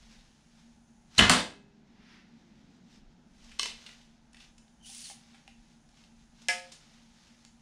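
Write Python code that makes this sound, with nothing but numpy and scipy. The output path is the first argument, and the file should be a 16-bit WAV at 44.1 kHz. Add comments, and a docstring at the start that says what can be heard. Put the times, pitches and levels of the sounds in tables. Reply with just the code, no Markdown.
"""Room air, a wavering hum, low drone, rumble and thin hiss lie under rustling clothes (all filtered noise, hum a sine).
A recurve bow is shot in a cluttered garage: cracks of noise for the string slaps, buzzing noise and ringing modes.
A tenth of a second later the arrow hits: a crack, a thwack, shuddering noise and a thud of low modes.
The arm brushes the vest; a new arrow ticks and knocks on the bow, then slides along the rest, grainy and squeaking.
Its nock snaps onto the string, which twangs as decaying modes until damped, with a fizz of noise."""
import sys
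import numpy as np
from scipy import signal
from scipy.fft import rfft, irfft
from scipy.io import wavfile

SR = 44100
rng = np.random.default_rng(int(sys.argv[2]) if len(sys.argv) > 2 else 0)


def store_pcm(level_fs):
    """Save levels as 16-bit WAV."""
    pcm = np.round(np.clip(level_fs, -1, 1) * 32767).astype(np.int16)
    wavfile.write(sys.argv[1], SR, np.atleast_2d(pcm).T)


N = 335601
T = np.arange(N) / SR


def undb(db):
    """Decibels to gain."""
    return 10 ** (np.asarray(db) / 20)


def unit(x):
    """Scale to standard deviation 1."""
    return x / np.std(x)


def noise():
    """White noise."""
    return rng.standard_normal(N)


def walk(rate_hz):
    """Random wander: straight lines between normal draws."""
    return np.interp(T * rate_hz, np.arange(N), noise())


def over_hz(rows, hz):
    """Read (Hz, value) rows on a log-frequency axis."""
    row_hz, value = np.transpose(rows)
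    return np.interp(np.log(hz + 1), np.log(row_hz), value)


def colour(x, rows):
    """Minimum-phase filter shaped by (Hz, relative dB) rows; white noise keeps its power."""
    size = 4096
    gain = undb(over_hz(rows, np.fft.rfftfreq(size, 1 / SR)))
    # folding the cepstrum forward makes the filter causal
    cepstrum = irfft(np.log(gain))
    cepstrum[1:size // 2] *= 2
    cepstrum[size // 2 + 1:] = 0
    response = irfft(np.exp(rfft(cepstrum)))
    return signal.oaconvolve(x, response / np.linalg.norm(response))[:N]


def resonate(x, hz, q):
    """One resonance with gain 1 at its centre."""
    return signal.lfilter(*signal.iirpeak(min(hz, SR / 3), max(q, 1), fs=SR), x)


def fade(t, t60_s):
    """Exponential decay by 60 dB per t60."""
    return np.exp(-np.log(1000) * t / t60_s)


def swell(start_s, rise_s, t60_s):
    """Envelope that builds up from a moment and dies away."""
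    age = np.maximum(T - start_s, 0)
    return (1 - np.exp(-age / rise_s)) * fade(age, t60_s)


def hump(peak_s, length_s, shape=2, skew=1):
    """Rise to 1 and fall again; length is about the time above one half, skew squared is fall over rise."""
    away = 2 * (T - peak_s) / length_s
    return 2 ** -np.minimum(np.maximum(away / skew, -away * skew) ** shape, 60)


def humps(rows, shape=2, skew=1):
    """Sum of humps given as (peak s, relative dB, length s) rows."""
    return sum(undb(db) * hump(peak_s, length_s, shape, skew) for peak_s, db, length_s in rows)


def stroke(start_s, attack_s, hold_s, release_t60_s):
    """Straight attack, hold, then exponential release."""
    attack = np.clip((T - start_s) / attack_s, 0, 1)
    return attack * fade(np.maximum(T - start_s - attack_s - hold_s, 0), release_t60_s)


def add(track, start_s, sound):
    """Mix a sound into a track at a time."""
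    i = int(start_s * SR)
    track[i:i + len(sound)] += sound[:N - i]


def ring(modes, start_s, rise_s):
    """Decaying sine modes, given as (Hz, relative dB, t60 s) rows, set ringing at a moment."""
    out, t = np.zeros(N), T[:2 * SR]
    tone = 0
    for hz, db, t60_s in modes:
        tone = tone + undb(db) * fade(t, t60_s) * np.sin(2 * np.pi * (hz * t + rng.random()))
    add(out, start_s, tone * (1 - np.exp(-t / rise_s)))
    return out


# Common spectrum of hard contacts. Each row: frequency in Hz, relative level in dB.
CONTACT_COLOUR = [(100, -14), (400, -5.5), (1000, -2), (1700, 0), (3000, 1), (6000, -3.5), (9500, -3.5),
                  (11500, -20.5), (15000, -30.5)]


def contacts(rows, q, focus_db, softness):
    """Noise cracks, each stressing the resonance of the spot hit; longer contacts start more softly."""
    out, t = np.zeros(N), T[:SR // 8]
    for start_s, db, t60_s, hz in rows:
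        crack = rng.standard_normal(len(t))
        tinted = unit(crack + undb(focus_db) * unit(resonate(crack, hz, q)))
        onset = 1 - np.exp(-t / (softness * t60_s))
        add(out, start_s, undb(db) * fade(t, t60_s) * onset * tinted)
    return colour(out, CONTACT_COLOUR)


# Decay of the garage. Each row: frequency in Hz, t60 in s.
GARAGE_T60 = [(60, 0.34), (250, 0.51), (1000, 0.33), (4000, 0.34), (8000, 0.31), (14000, .27)]


def garage(x, wet_db):
    """Direct sound plus dense reflections from the clutter, each octave dying at its own rate."""
    t, build_s = T[:SR * 3 // 4], .0051
    spectrum = rfft(rng.standard_normal(len(t)))
    octave = np.log2(np.clip(np.fft.rfftfreq(len(t), 1 / SR), 64, 16384))
    tail = 0
    for k in range(6, 15):  # octaves centred on 2 ** k Hz
        band = irfft(spectrum * np.maximum(1 - abs(octave - k), 0), len(t))
        tail = tail + band * fade(t, over_hz(GARAGE_T60, 2 ** k))
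    tail = tail * (1 - np.exp(-t / build_s)) ** 2
    return x + undb(wet_db) * signal.oaconvolve(x, tail / np.linalg.norm(tail))[:N]


# Spectrum of the room air. Each row: frequency in Hz, relative level in dB.
AIR_COLOUR = [(15, -38), (25, -7), (64, -5.5), (108, -13.5), (150, -2.5), (204, -8), (235, 4), (264, -15.5),
              (304, -13.5), (454, -24), (859, -15.5), (1110, -27), (1480, -23), (1960, -27.5),
              (7000, -36.5), (9100, -64), (15400, -120)]


def air():
    """Room air: coloured noise with a slight level wander."""
    # the closing row, out of order, holds all above 9 kHz at its level
    return colour(noise() * undb(.7 * walk(14)), list(AIR_COLOUR) + [(9000, -69)]) * undb(-64)


def hum():
    """A sine wavering in phase and level."""
    cycles = 232 * T + .1 * walk(8.2)
    return np.sin(2 * np.pi * cycles) * undb(-65 + 2.8 * walk(12))


def drone():
    """Noise through two equal resonances, louder for a while after the shot."""
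    gain = undb(-75) + undb(-64) * hump(2.45, length_s=1.9, shape=3)
    return unit(resonate(resonate(noise(), 205, 1.8), 205, 1.8)) * gain


# Swells of the rumble. Each row: peak in seconds, relative level in dB, length in s.
RUMBLE_SWELLS = [(.08, -62, .3), (3.05, -62, .15), (3.47, -57.5, .3), (3.9, -63, .3), (4.5, -63.5, .35),
                 (5.52, -62, 0.27), (6.23, -64, .2)]


def rumble():
    """Low noise with a steady floor, swells and a wandering level."""
    gain = np.hypot(undb(-73), humps(RUMBLE_SWELLS)) * undb(2 * walk(7.8))
    return colour(noise(), [(12, -12), (28, 2.5), (60, -12), (130, -37), (500, -78)]) * gain


# Spectrum of the hiss. Each row: frequency in Hz, relative level in dB.
HISS_COLOUR = [(4000, -14), (6500, 5), (8000, -6.5), (10000, -2), (11500, -24), (15000, -24)]
# Spells in which the hiss sinks. Each row: start in seconds, length in s, nominal depth in dB.
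HISS_LULLS = [(1.4, 1.85, 15.5), (4.1, 0.18, 9)]


def hiss():
    """Thin high noise that sinks now and then."""
    slew_s, sunk_db = .25, 0
    for start_s, length_s, depth_db in HISS_LULLS:
        inside_s = np.minimum(T - start_s, start_s + length_s - T)
        sunk_db = sunk_db + depth_db * np.clip(inside_s / slew_s + .5, 0, 1)
    return colour(noise(), [(1000, -47)] + HISS_COLOUR) * undb(-77 - sunk_db)


# Arm movements. Each row: fastest point in seconds, relative level in dB, length in s.
MOVES = [(.08, -62, 0.34), (.6, -66.5, 0.19), (1.14, -65.5, .1), (2.65, -73, .7), (2.93, -66.5, 0.077),
         (3.48, -60.5, 0.16), (3.82, -58.5, .34), (4.42, -59, 0.094), (5.25, -65.5, 0.4), (5.7, -69, .12),
         (6.01, -63.5, .12), (6.2, -71, 0.082), (6.44, -63, 0.12), (6.75, -61.5, 0.42), (7.31, -64, 0.34)]
# Spectrum of the rustle. Each row: frequency in Hz, relative level in dB.
CLOTH_COLOUR = [(200, -9.5), (700, -4.5), (2000, -0.5), (3500, 1), (6000, -1), (9500, -16), (11500, -24.5),
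                (15000, -33.5)]


def cloth():
    """Grainy friction of sleeves and vest, and of the string leaving the fingers."""
    still_db = -78.5  # relative, archer standing still
    loose_s, loose_db, loose_time_constant_s = 1.175, -47, .014
    loose = undb(loose_db) * np.exp(-abs(T - loose_s) / loose_time_constant_s)
    motion = np.hypot(undb(still_db), humps(MOVES, shape=1.6, skew=1.05) + loose)
    grain = unit(noise() * undb(2 * walk(600) + 1.2 * walk(25)))
    return garage(colour(grain, CLOTH_COLOUR) * motion * undb(-1.5), wet_db=-6.5)


# Arrow leaving, string slapping the limbs.
# Each row: start in seconds, relative level in dB, t60 in s, resonance in Hz.
RELEASE = [(1.151, -42, .008, 3800), (1.1635, -46, .008, 3500), (1.179, -24, .03, 4200),
           (1.1818, -12.5, .016, 4300), (1.186, -18.5, .02, 6966), (1.1898, -12, 0.033, 3050),
           (1.195, -13, .03, 2850)]
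# Spectrum of the string buzz. Each row: frequency in Hz, relative level in dB.
BUZZ_COLOUR = [(24, -28.5), (40, -2.5), (263, -4.5), (582, -12.5), (728, -5), (824, -10), (980, -6.5),
               (1820, -7), (2060, -5), (2220, -13), (3930, -15), (6950, -21), (15000, -61.5)]
# Limbs and string after the shot. Each row: frequency in Hz, relative level in dB, t60 in s.
BOW_MODES = [(69.6, -5, .36), (108, -7.5, .3), (177, -7, .25), (258, -7, 0.23), (403, -32, 1.8),
             (715, -12.5, 0.32), (1072, -11, 0.32), (1350, -13.5, .35), (1575, -8, .35), (1654, -5.5, 0.52),
             (1690, -4, .3), (1946, -10, .33), (2080, -3, 0.47), (2580, -10.5, 0.57), (3290, -8, 0.38),
             (3780, -10, 0.29)]


def shot():
    """The string slaps home, then buzzes on the limbs once a swing while the bow rings and shoves the air."""
    slaps = contacts(RELEASE, q=8.1, focus_db=3, softness=.026) * undb(-2)
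    swing_hz = BOW_MODES[0][0]
    swing = 1 + .5 * np.cos(2 * np.pi * swing_hz * (T - 1.197))
    buzz = colour(noise() * swing * swell(1.183, rise_s=.009, t60_s=.3), BUZZ_COLOUR) * undb(-17)
    limbs = ring(BOW_MODES, 1.186, rise_s=.0047) * undb(-20)
    push = unit(colour(noise(), [(15, -15), (45, 0), (60, -3), (100, -30), (300, -69)]))
    shove = push * swell(1.176, rise_s=.01, t60_s=.35) * undb(-28)
    return garage(slaps, wet_db=-3.5) + garage(buzz, wet_db=-2) + garage(limbs, wet_db=-17.5) + shove


# Arrow striking and sinking in.
# Each row: start in seconds, relative level in dB, t60 in s, resonance in Hz.
IMPACT = [(1.2958, -8.5, .022, 3610), (1.2975, -15.5, .014, 5980), (1.3055, -22, .018, 3700),
          (1.3135, -23, .03, 1396)]
# Spectrum of the shudder. Each row: frequency in Hz, relative level in dB.
SHUDDER_COLOUR = [(30, -25), (120, -15.5), (250, -6.5), (380, -16), (520, -9), (900, -10), (1600, -10.5),
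                  (2400, -17), (3500, -10), (6000, -20.5), (9500, -28.5), (11500, -44.5), (15000, -52.5)]
# Target and stand. Each row: frequency in Hz, relative level in dB, t60 in s.
TARGET_MODES = [(62, -10.5, .16), (112, -9, 0.13), (178, -0.5, 0.21), (250.4, -0.5, 0.31), (602, -13, 0.3),
                (880, -11, 0.33), (1007, -10.5, .35), (204, -37, 2.5)]


def target():
    """The point cracks in, the face thwacks and thuds, the shaft shudders until the target grips it."""
    crack = contacts(IMPACT, q=2, focus_db=-8.5, softness=.0092) * undb(-2)
    face_colour = [(40, -12), (200, -3.5), (380, -11.5), (650, 0), (1300, -3), (2500, -14), (8000, -40.5)]
    thwack = colour(noise() * swell(1.296, rise_s=.0005, t60_s=.07), face_colour) * undb(-17)
    shudder_s, sag_t60_s = 1.296, .75
    grip = stroke(shudder_s, attack_s=.001, hold_s=.099, release_t60_s=.17)
    grip = grip * fade(np.maximum(T - shudder_s, 0), sag_t60_s)
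    shudder = colour(unit(noise() * undb(3.1 * walk(300))) * grip, SHUDDER_COLOUR) * undb(-24.5)
    thud = ring(TARGET_MODES, 1.301, rise_s=.004) * undb(-21)
    return garage(crack, wet_db=-.5) + garage(shudder + thwack, wet_db=-5) + garage(thud, wet_db=-16)


def swish():
    """The drawing arm drops along the vest, then brushes it lightly while hanging: coloured noise."""
    drop = undb(-59) * hump(2.135, length_s=.13, shape=1.3, skew=.8)
    hang = undb(-72.5) * hump(2.3, length_s=.8)
    vest_colour = [(300, -26), (1000, -8.5), (1900, -1), (3000, -6.5), (5500, -10.5), (8000, -29),
                   (10000, -29), (12000, -42)]
    return garage(colour(noise(), vest_colour) * (drop + hang) * undb(-2), wet_db=-6.5)


# Arrow shaft and fingers tapping the bow.
# Each row: start in seconds, relative level in dB, t60 in s, resonance in Hz.
TAPS = [(3.4435, -53.5, 0.028, 4920), (3.5138, -50.5, 0.063, 2640), (3.589, -39, 0.026, 5600),
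        (3.595, -17, 0.012, 4900), (3.6312, -21, 0.01, 4500), (3.657, -28.5, 0.02, 2780),
        (3.677, -36, 0.013, 4500), (3.8623, -44.5, 0.049, 2800), (3.89, -49, 0.029, 1930),
        (4.0127, -59.5, .04, 3000), (4.331, -53, 0.019, 6870), (4.345, -50, 0.022, 2000),
        (4.368, -52, 0.025, 3520), (4.4005, -52, 0.068, 3260), (4.5804, -52, 0.028, 6600),
        (4.6799, -61, 0.017, 3500), (4.958, -50, 0.0087, 5000), (5.056, -47, 0.011, 4000),
        (5.099, -50.5, .03, 2200), (5.3417, -56.5, 0.1, 1880), (5.4775, -46.5, 0.012, 2483),
        (5.8889, -61.5, 0.036, 4970), (5.9698, -61, 0.038, 3500), (6.0381, -57.5, 0.018, 3630),
        (6.4162, -53, 0.051, 5500), (6.4848, -17.5, 0.0074, 5500), (6.7173, -45, 0.092, 6100),
        (7.4502, -41.5, 0.0045, 5800)]
# Arrow shaft on the rest. Each row: frequency in Hz, relative level in dB, t60 in s.
SHAFT_MODES = [(474, -21, 0.074), (1660, -7.5, 0.028), (2150, -7, 0.038), (2650, -2.5, 0.047),
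               (2973, 0.5, 0.037), (3500, -7, 0.029), (4570, -3, 0.017), (5310, -3, 0.037)]
# Dull knocks on the wooden handle. Each row: start in seconds, relative level in dB, t60 in s, pitch in Hz.
KNOCKS = [(3.5955, -31.5, 0.044, 1146), (3.6315, -38, 0.034, 1040), (3.657, -37.5, 0.042, 976),
          (4.895, -56.5, 0.078, 790), (5.1, -46, 0.052, 810), (5.112, -46.5, 0.048, 778),
          (5.345, -58, .05, 785), (5.479, -50, 0.047, 785)]


def taps():
    """Light contacts tick and briefly ring the arrow shaft; decaying sines knock the handle."""
    ticks = contacts(TAPS, q=1.95, focus_db=2.5, softness=.035) * undb(-.5)
    shaft, shaft_ring = np.zeros(N), ring(SHAFT_MODES, 0, rise_s=.00025)[:SR // 5]
    for start_s, db, t60_s, _ in TAPS:
        push = min(t60_s / .012, 1)  # the briefest ticks move the shaft less
        add(shaft, start_s, undb(db) * push * shaft_ring)
    knocks, t = np.zeros(N), T[:SR // 8]
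    for start_s, db, t60_s, hz in KNOCKS:
        add(knocks, start_s, undb(db) * fade(t, t60_s) * np.sin(2 * np.pi * hz * t))
    return garage(ticks + shaft * undb(-11.5), wet_db=-2.5) + garage(knocks * undb(-.5), wet_db=-9)


# Spectrum of the sliding shaft. Each row: frequency in Hz, relative level in dB.
SLIDE_COLOUR = [(400, -29), (800, -18), (1400, -16.5), (3000, -3.5), (4200, -2.5), (5800, 0.5), (7800, -4),
                (9800, 1.5), (11400, -22), (15000, -24)]


def slide():
    """One pull of the shaft along the rest: grainy friction noise."""
    pull = stroke(4.82, attack_s=.098, hold_s=.19, release_t60_s=.16) * undb(-48.5)
    grain = unit(noise() * undb(2 * walk(450) + 1.6 * walk(60)))
    return garage(colour(grain, SLIDE_COLOUR) * pull, wet_db=-6.5)


# Shaft catching as the pull starts and stops. Each row: peak in seconds, relative level in dB, length in s.
SQUEAKS = [(4.865, -54, 0.05), (5.056, -46, .045)]


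def squeak():
    """Rough stick-slip whose pitch rises and falls with the speed of the sliding shaft."""
    crawl_hz, fast_hz = 3000, 5670
    hz = crawl_hz + (fast_hz - crawl_hz) * hump(4.995, length_s=.115)
    tremble = .04 * walk(2500) + .04 * walk(90)
    phase = 2 * np.pi * np.cumsum(hz * (1 + tremble)) / SR
    tone = np.sin(phase) + undb(-7) * np.sin(2 * phase)
    return garage(tone * undb(5.3 * walk(220)) * humps(SQUEAKS, shape=1.4), wet_db=-6.5)


# String plucked by the nock. Each row: frequency in Hz, relative level in dB, t60 in s.
STRING_MODES = [(530, -14, 0.91), (714.7, -8.5, 0.38), (892, -14, 0.36), (1274, -19, 0.36),
                (1470, -19, 0.3), (1630, -18, 0.24), (1679, 1, 0.3), (1697, -10, 0.27), (1840, -15, 0.33),
                (2052, 2, 0.2), (2315, 3, 0.11), (2317, 5.5, 0.12), (2531, -11, 0.18), (2770, -9.5, .16),
                (4260, -23, .16), (5000, -24, .17), (5440, -5.5, 0.12)]


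def twang():
    """The nock plucks the taut string, which rings until the fingers damp it; the shaft fizzes along."""
    damping = fade(np.maximum(T - 6.695, 0), t60_s=.13)
    tone = ring(STRING_MODES, 6.4865, rise_s=.0021) * damping * undb(-26.5)
    fizz_colour = [(200, -32), (700, -5), (1300, -12), (2400, 9), (3700, -7), (5300, 4.5), (7000, -10),
                   (9500, -3.5), (11500, -27), (15000, -29)]
    fizz = colour(noise() * swell(6.486, rise_s=.00085, t60_s=.24), fizz_colour) * undb(-30)
    return garage(tone, wet_db=-13) + garage(fizz, wet_db=-6)


def scene():
    """Everything reaches both channels alike."""
    background = air() + hum() + drone() + rumble() + hiss()
    archer = cloth() + shot() + target() + swish() + taps() + slide() + squeak() + twang()
    mono = background + archer
    return np.array([mono, mono])


def record(dry):
    """Round the loudest peaks and cut the treble above 15.5 kHz."""
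    rounded = np.tanh(1.22 * dry) / 1.177
    return signal.sosfilt(signal.ellip(8, .2, 70, 15500, fs=SR, output="sos"), rounded)


dry = scene()
out = record(dry)
store_pcm(out)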